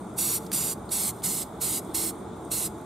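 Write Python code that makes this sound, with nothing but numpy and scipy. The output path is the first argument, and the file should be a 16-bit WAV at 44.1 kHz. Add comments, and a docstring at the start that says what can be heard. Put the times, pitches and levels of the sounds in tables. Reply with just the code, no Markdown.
"""Seven short aerosol bursts hiss close by outdoors, over a distant rumble and a thin insect-like treble.
The jet is coloured noise under the valve's envelope; moving reflections off the board comb it.
Valve and finger ticks are resonant noise puffs; a weak hiss weeps on after each burst.
Machinery and traffic are low noise with fuzzy tones and swelling bands; air, insects and crackle
are flickering treble noise. A camera picks it all up with limited bandwidth."""
import sys
import numpy as np
from scipy import signal
from scipy.fft import rfft, irfft, next_fast_len
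from scipy.io import wavfile
from scipy.ndimage import uniform_filter1d, map_coordinates

SR = 44100
rng = np.random.default_rng(int(sys.argv[2]) if len(sys.argv) > 2 else 0)


def digitize_waveform(pressure):
    """Quantize a signal to 16-bit integers and store it at the path in sys.argv[1].

    Rows of a 2-D input are taken as channels; values are limited to [-1, 1].
    """
    field = np.atleast_2d(pressure).T
    bounded = np.clip(field, -1, 1)
    quanta = np.round(bounded * 32767).astype(np.int16)
    wavfile.write(sys.argv[1], SR, quanta)


N = 125685
T = np.arange(N) / SR
HALVES = np.array([[0.5], [-0.5]])  # splits a left-minus-right difference over the two channels

# Valve action: (fully open [s], starts to shut [s], level [dB], sag by then [dB], opening step [s],
# after-hiss level [dB], after-hiss t60 [s], after-hiss length [s], bright band boost [dB])
BURSTS = [(0.187, 0.366, -28, -0.5, 0.023, -51, 2, 0.12, 2),
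          (0.533, 0.719, -26.5, -4.5, 0.019, -52, 0.39, .3, 0),
          (0.921, 1.092, -28.5, 0, 0.023, -52.5, 1.8, .13, 0.1),
          (1.24, 1.418, -27, -4.5, 0.014, -47.5, 0.39, 0.35, -1),
          (1.616, 1.778, -28, -1.5, 0.015, -52.5, 0.88, .3, -0.4),
          (1.947, 2.091, -27, -5, 0.0084, -49, 0.31, .3, 0.5),
          (2.517, 2.66, -29.5, -1, 0.014, -51.5, .4, .3, 0.5)]
# Stereo likeness of the low background: (frequency [Hz], left-right correlation [-1..1])
RUMBLE_ALIKE = [(60, 0.96), (150, 1), (380, 0.918), (950, 0.69), (2380, 0.83), (9000, 0.18)]


def amp(db):
    """dB to gain."""
    return 10 ** (np.asarray(db) / 20)


def unit(x):
    """Scale to rms 1."""
    return x / np.sqrt(np.mean(x ** 2) + 1e-20)


def along(points, hz, **ends):
    """Interpolate (Hz, value) points on a log-frequency axis."""
    f, v = np.transpose(points)
    return np.interp(np.log(hz + 1), np.log(f + 1), v, **ends)


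def curves(rows):
    """One value per sample for each column after the time."""
    time_s, *columns = np.transpose(rows)
    return [np.interp(T, time_s, column) for column in columns]


def wobble(knots_per_s):
    """Smooth random curve: a cubic spline through normal draws."""
    knots = rng.standard_normal(int(N * knots_per_s / SR) + 4)
    return map_coordinates(knots, [T * knots_per_s])


def filtered(x, response):
    """Multiply the spectrum of x by a complex response of frequency."""
    size = next_fast_len(x.shape[-1] + 8192)
    spectrum = rfft(x, size) * response(np.fft.rfftfreq(size, 1 / SR))
    return irfft(spectrum, size)[..., :x.shape[-1]]


def peak(hz, width_hz):
    """Response of a second-order resonance, unity at its centre."""
    return lambda f: 1j * f * width_hz / (hz * hz - f * f + 1j * f * width_hz)


def shape(points):
    """Gain of a (Hz, dB) spectrum that falls away beyond its ends."""
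    foot = (points[0][0] * 0.51, -60)
    return lambda hz: amp(along([foot] + list(points), hz, right=-120))


def rush(gain, alike, patchy_db):
    """Stereo noise of rms 1: random time-frequency patches, then colour and left-right correlation."""
    z = signal.stft(rng.standard_normal((2, N)), nperseg=512)[2]
    patches = uniform_filter1d(rng.standard_normal(z.shape[1:]), size=5, axis=0)
    patches = uniform_filter1d(patches, size=8, axis=1)
    pair = signal.istft(z * amp(patchy_db * unit(patches)), nperseg=512)[1][:, :N]

    def mid_side_gain(hz):
        """Mid and side gains whose balance sets the correlation."""
        angle = np.arccos(np.clip(along(alike, hz), -1, 1)) / 2
        return gain(hz) * np.array([np.cos(angle), np.sin(angle)])

    mid, side = filtered(pair, mid_side_gain)
    return unit(np.array([mid + side, mid - side]))


def band(hz, width_hz):
    """Narrow stereo noise through two equal resonances, each width_hz wide."""
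    return rush(lambda f: peak(hz, width_hz)(f) ** 2, RUMBLE_ALIKE, patchy_db=0.3)


def rumble():
    """Distant machinery and traffic: slowly wavering low noise."""
    # (frequency [Hz], relative density [dB per Hz])
    rumble_points = [(15, -45), (25, -16), (59, -7), (200, -2.5), (256, -5), (353, -4), (435, -6.5),
                     (516, -12), (600, -9), (797, -9), (844, -10.5), (1000, -12), (1190, -14),
                     (1350, -15.5), (1760, -30.5), (2300, -30.5), (2990, -66), (5060, -120)]
    level_db = -40 + 0.31 * wobble(3.1)
    return amp(level_db) * rush(shape(rumble_points), RUMBLE_ALIKE, patchy_db=0.25)


def drones():
    """Fuzzy tones in the rumble: narrow noise bands, each wavering in level."""
    # (frequency [Hz], width of each resonance [Hz], level [dB])
    drone_rows = [(68.9, 8.1, -53), (118.5, 6.8, -53.5), (856, 35, -55), (450.2, 16, -53)]
    out = np.zeros((2, N))
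    for hz, width_hz, db in drone_rows:
        out += amp(db + 0.31 * wobble(4.26)) * band(hz, width_hz)
    return out


def swells():
    """Two low noise bands that swell and sink along set level curves."""
    # (frequency [Hz], width of each resonance [Hz], offset to its level curve [dB])
    swell_bands = [(189.7, 74, -1), (323, 86, -1.5)]
    # (time [s], lower band level [dB], upper band level [dB])
    swell_levels = [(0, -45, -46.5), (.4, -42.5, -43), (.57, -40, -43.5), (.8, -46, -50.5),
                    (1.15, -43, -59), (1.26, -41.5, -45), (1.56, -47.5, -49.5), (1.85, -45.5, -40),
                    (2.2, -44, -40.5), (2.45, -54, -42), (2.66, -42.5, -44.5), (2.85, -52, -45.5)]
    out = np.zeros((2, N))
    for (hz, width_hz, offset_db), level_db in zip(swell_bands, curves(swell_levels)):
        out += amp(offset_db + level_db) * band(hz, width_hz)
    return out


def air():
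    """Thin, wavering air hiss."""
    # (frequency [Hz], relative density [dB per Hz])
    air_points = [(1060, -42), (1800, -10.5), (2450, -8.5), (2940, -10.5), (3720, -3.5), (4150, -10),
                  (5810, -10.5), (6540, -4), (7430, -3.5), (8590, -3.5), (9580, -4), (10600, -12),
                  (15800, -20)]
    # (frequency [Hz], left-right correlation [-1..1])
    air_alike = [(1500, 0.8), (3600, 0.8), (6000, .6), (8600, -0.4), (15000, -0.4)]
    level_db = -59 + 0.7 * wobble(4.2)
    return amp(level_db) * rush(shape(air_points), air_alike, patchy_db=1.5)


def insects():
    """Insect-like treble: two noise bands that follow level curves and flicker."""
    # (frequency [Hz], width of each resonance [Hz])
    insect_bands = [(3550, 550), (8620, 380)]
    # (time [s], low band level [dB], high band level [dB])
    insect_levels = [(0, -69, -58), (.15, -69, -65), (.45, -64, -67), (.78, -70, -72), (.88, -65, -58),
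                     (1.17, -64, -61), (1.5, -65.5, -74), (1.58, -62.5, -63), (1.83, -65, -64),
                     (1.92, -61, -56), (2.2, -62.5, -60.5), (2.33, -66.5, -72), (2.46, -68, -59),
                     (2.72, -69, -61), (2.85, -66, -66)]
    flicker_db = 1.2
    out = np.zeros((2, N))
    for (hz, width_hz), level_db in zip(insect_bands, curves(insect_levels)):
        out += amp(level_db + flicker_db * wobble(10)) * band(hz, width_hz)
    return out


def crackle():
    """Faint treble crackle: very patchy resonant noise with fast level spikes."""
    hz, width_hz = 10600, 4500
    level_db, spikes_db = -68.5, 3.5
    noise = rush(lambda f: peak(hz, width_hz)(f) ** 2, [(1000, 0.36)], patchy_db=-7)
    return amp(level_db + spikes_db * wobble(140)) * noise


def background():
    """Sum of the low and treble outdoor layers."""
    return rumble() + drones() + swells() + air() + insects() + crackle()


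def ticks():
    """Small valve and finger clicks: decaying noise in a broad resonance plus a bright edge."""
    # (start [s], peak level before panning [dB], frequency [Hz], resonance width over frequency [ratio])
    tick_rows = [(0.1386, -48, 9500, 0.42), (0.464, -38, 4800, .6), (0.5165, -23, 4150, 3),
                 (0.8917, -34.5, 4250, 0.16), (1.2204, -40, 4000, 1.1), (1.8482, -42, 8800, .3),
                 (1.914, -49.5, 4300, .3), (2.41, -52, 11000, .4), (2.449, -43, 9250, .4),
                 (2.515, -29, 4250, .12), (2.782, -51, 10300, .25), (2.812, -50, 11000, .4)]
    t60_s, rise_s = 0.023, 0.0005
    snap_db, snap_hz, snap_width_hz = -10, 8800, 5000
    t = T[:2048]
    out = np.zeros(N + len(t))
    snap = peak(snap_hz, snap_width_hz)
    for start_s, db, hz, width_ratio in tick_rows:
        puff = rng.standard_normal(len(t)) * amp(-60 * t / t60_s) * (1 - np.exp(-t / rise_s))
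        body = peak(hz, width_ratio * hz)
        click = filtered(puff, lambda f: body(f) ** 2 + amp(snap_db) * snap(f) ** 2)
        out[round(start_s * SR):][:len(t)] += amp(db) * click / np.abs(click).max()
    return out[:N] * amp([[-1.2], [1.2]])  # a little to the right


def valve():
    """Flow gain: the valve cracks, opens with a surge, sags, eases off, shuts and weeps."""
    cracked_db, surge_db, surge_s = -26, 1, 0.023
    taper_s, taper_db = 0.017, -8.5  # finger easing off
    shut_s, shut_db = 0.013, -35  # valve closing
    gain = np.zeros(N)
    for on, off, db, sag, rise, after_db, t60, weep_s, _ in BURSTS:
        eased = off + taper_s
        times = [on - 2 * rise, on - rise, on, off, eased, eased + shut_s, off + 0.047]
        levels = [-70, cracked_db, 0, sag, sag + taper_db, sag + shut_db, -70]
        line_db = np.interp(T, times, levels)
        line_db += surge_db * np.exp(-np.abs(T - on) / surge_s)
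        gain += amp(db + line_db) * (line_db > -69)
        weep = amp(after_db - 60 * np.maximum(T - off, 0) / t60) * (T > off)
        gain += weep * np.clip((off + weep_s - T) / 0.014, 0, 1)
    return gain


def jet():
    """Direct hiss: turbulent noise under the valve gain, with a bright band set per burst."""
    # (frequency [Hz], relative density [dB per Hz])
    jet_points = [(880, -11.5), (1500, -16), (1790, -19.5), (2140, -10), (2430, -18), (2700, -11),
                  (3070, -14.5), (3670, -9.5), (4330, -7), (5430, -9.5), (5880, -8.5), (6360, -7.5),
                  (6950, -4.5), (8370, 2), (10600, -1.5), (12600, -4), (15700, -14)]
    # (frequency [Hz], left-right correlation [-1..1])
    jet_alike = [(2000, 1.0), (4000, 0.96), (6500, 0.92), (9400, 0.35), (12000, 1), (15000, 0.32)]
    bright_hz, bright_width_hz = 11600, 3500
    flutter_db = 0.27 * wobble(39.8) + 0.15 * wobble(150)
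    hiss = valve() * amp(flutter_db) * rush(shape(jet_points), jet_alike, patchy_db=1.22)
    rows = np.array(BURSTS)
    bright_db = np.interp(T, rows[:, :2].ravel(), rows[:, -1].repeat(2))
    return hiss + (amp(bright_db) - 1) * filtered(hiss, peak(bright_hz, bright_width_hz))


def reflections(direct):
    """Three echoes off board, hand and figures: coloured, phase-turned copies with gliding delays."""
    # (frequency [Hz], gain [dB])
    board_colour = [(2000, -3), (3500, -2), (5300, 2.5), (7500, 2), (9500, 3.5), (11500, -1.5), (15000, 0)]
    # A row per burst, three times: (delay at open [ms], midway [ms], at shut [ms], level at open [dB],
    # at shut [dB])
    path_rows = [(.9, .912, .92, -5, -12, .735, .745, .745, -15, -14, .55, .575, .59, -14, -17),
                 (.875, .882, .87, -8, -10, .69, .73, .72, -17, -13, .425, .455, .455, -15, -18),
                 (.905, .968, 1.005, -11, -8, .56, .55, .55, -13, -19, .64, .65, .685, -22, -14),
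                 (1.025, 1.022, 1.0, -8, -11, .615, .605, .62, -14, -18, 1.175, 1.175, 1.14, -15, -16),
                 (1.035, 1.055, 1.07, -12, -9.5, .8, .82, .835, -22, -14, .6, .63, .655, -24, -13),
                 (.98, .982, .99, -15, -11, .76, .76, .755, -12, -20, .59, .605, .6, -13, -18),
                 (.762, .785, .83, -8, -14, .55, .56, .575, -17, -19, 1.25, 1.26, 1.275, -19, -15)]
    turn_rad = 1.4
    turned = filtered(direct.mean(axis=0),
                      lambda hz: np.exp(1j * turn_rad) * amp(along(board_colour, hz)))
    rows = np.array(BURSTS)
    edges_s = rows[:, :2].ravel()
    stops_s = np.linspace(rows[:, 0], rows[:, 1], 3, axis=1).ravel()
    out = np.zeros(N)
    for path in np.split(np.array(path_rows), 3, axis=1):
        delay_ms = np.interp(T, stops_s, path[:, :3].ravel())
        read_at = np.arange(N) - delay_ms * SR / 1000
        level_db = np.interp(T, edges_s, path[:, 3:].ravel())
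        out += amp(level_db) * map_coordinates(turned, [read_at], order=5)
    return out


def spray():
    """Jet and reflections comb each other, then get stereo level and phase as the can moves."""
    # (frequency [Hz], left minus right [dB])
    jet_pan = [(2000, -1), (6400, -1), (9800, -3.5), (15000, -4.5)]
    # (frequency [Hz], phase lead of left [rad])
    jet_lead = [(2000, 0.96), (6000, -0.52), (7800, -0.57), (9400, -1.1), (10900, -1.17), (14000, 0.7)]
    # The can's place, a row per burst: (left minus right at open [dB], at shut [dB])
    sweep_rows = [(-0.5, 1.8), (1.5, -1.3), (-1, 1), (0, -.5), (-1.5, 1.1), (-1, -0.42), (-2, 0.9)]
    direct = jet()
    combed = direct + reflections(direct)
    placed = filtered(combed, lambda hz: (amp(HALVES * along(jet_pan, hz))
                                          * np.exp(1j * HALVES * along(jet_lead, hz))))
    edges_s = np.array(BURSTS)[:, :2].ravel()
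    return placed * amp(HALVES * np.interp(T, edges_s, np.ravel(sweep_rows)))


def scene():
    """All sources together."""
    return background() + ticks() + spray()


def record(dry):
    """The camera thins the deep bass (second order) and keeps nothing above its band limit."""
    low_hz, top_hz = 43, 15780
    return filtered(dry, lambda hz: (hz < top_hz) * (1j * hz / (low_hz + 1j * hz)) ** 2)


dry = scene()
out = record(dry)
digitize_waveform(out)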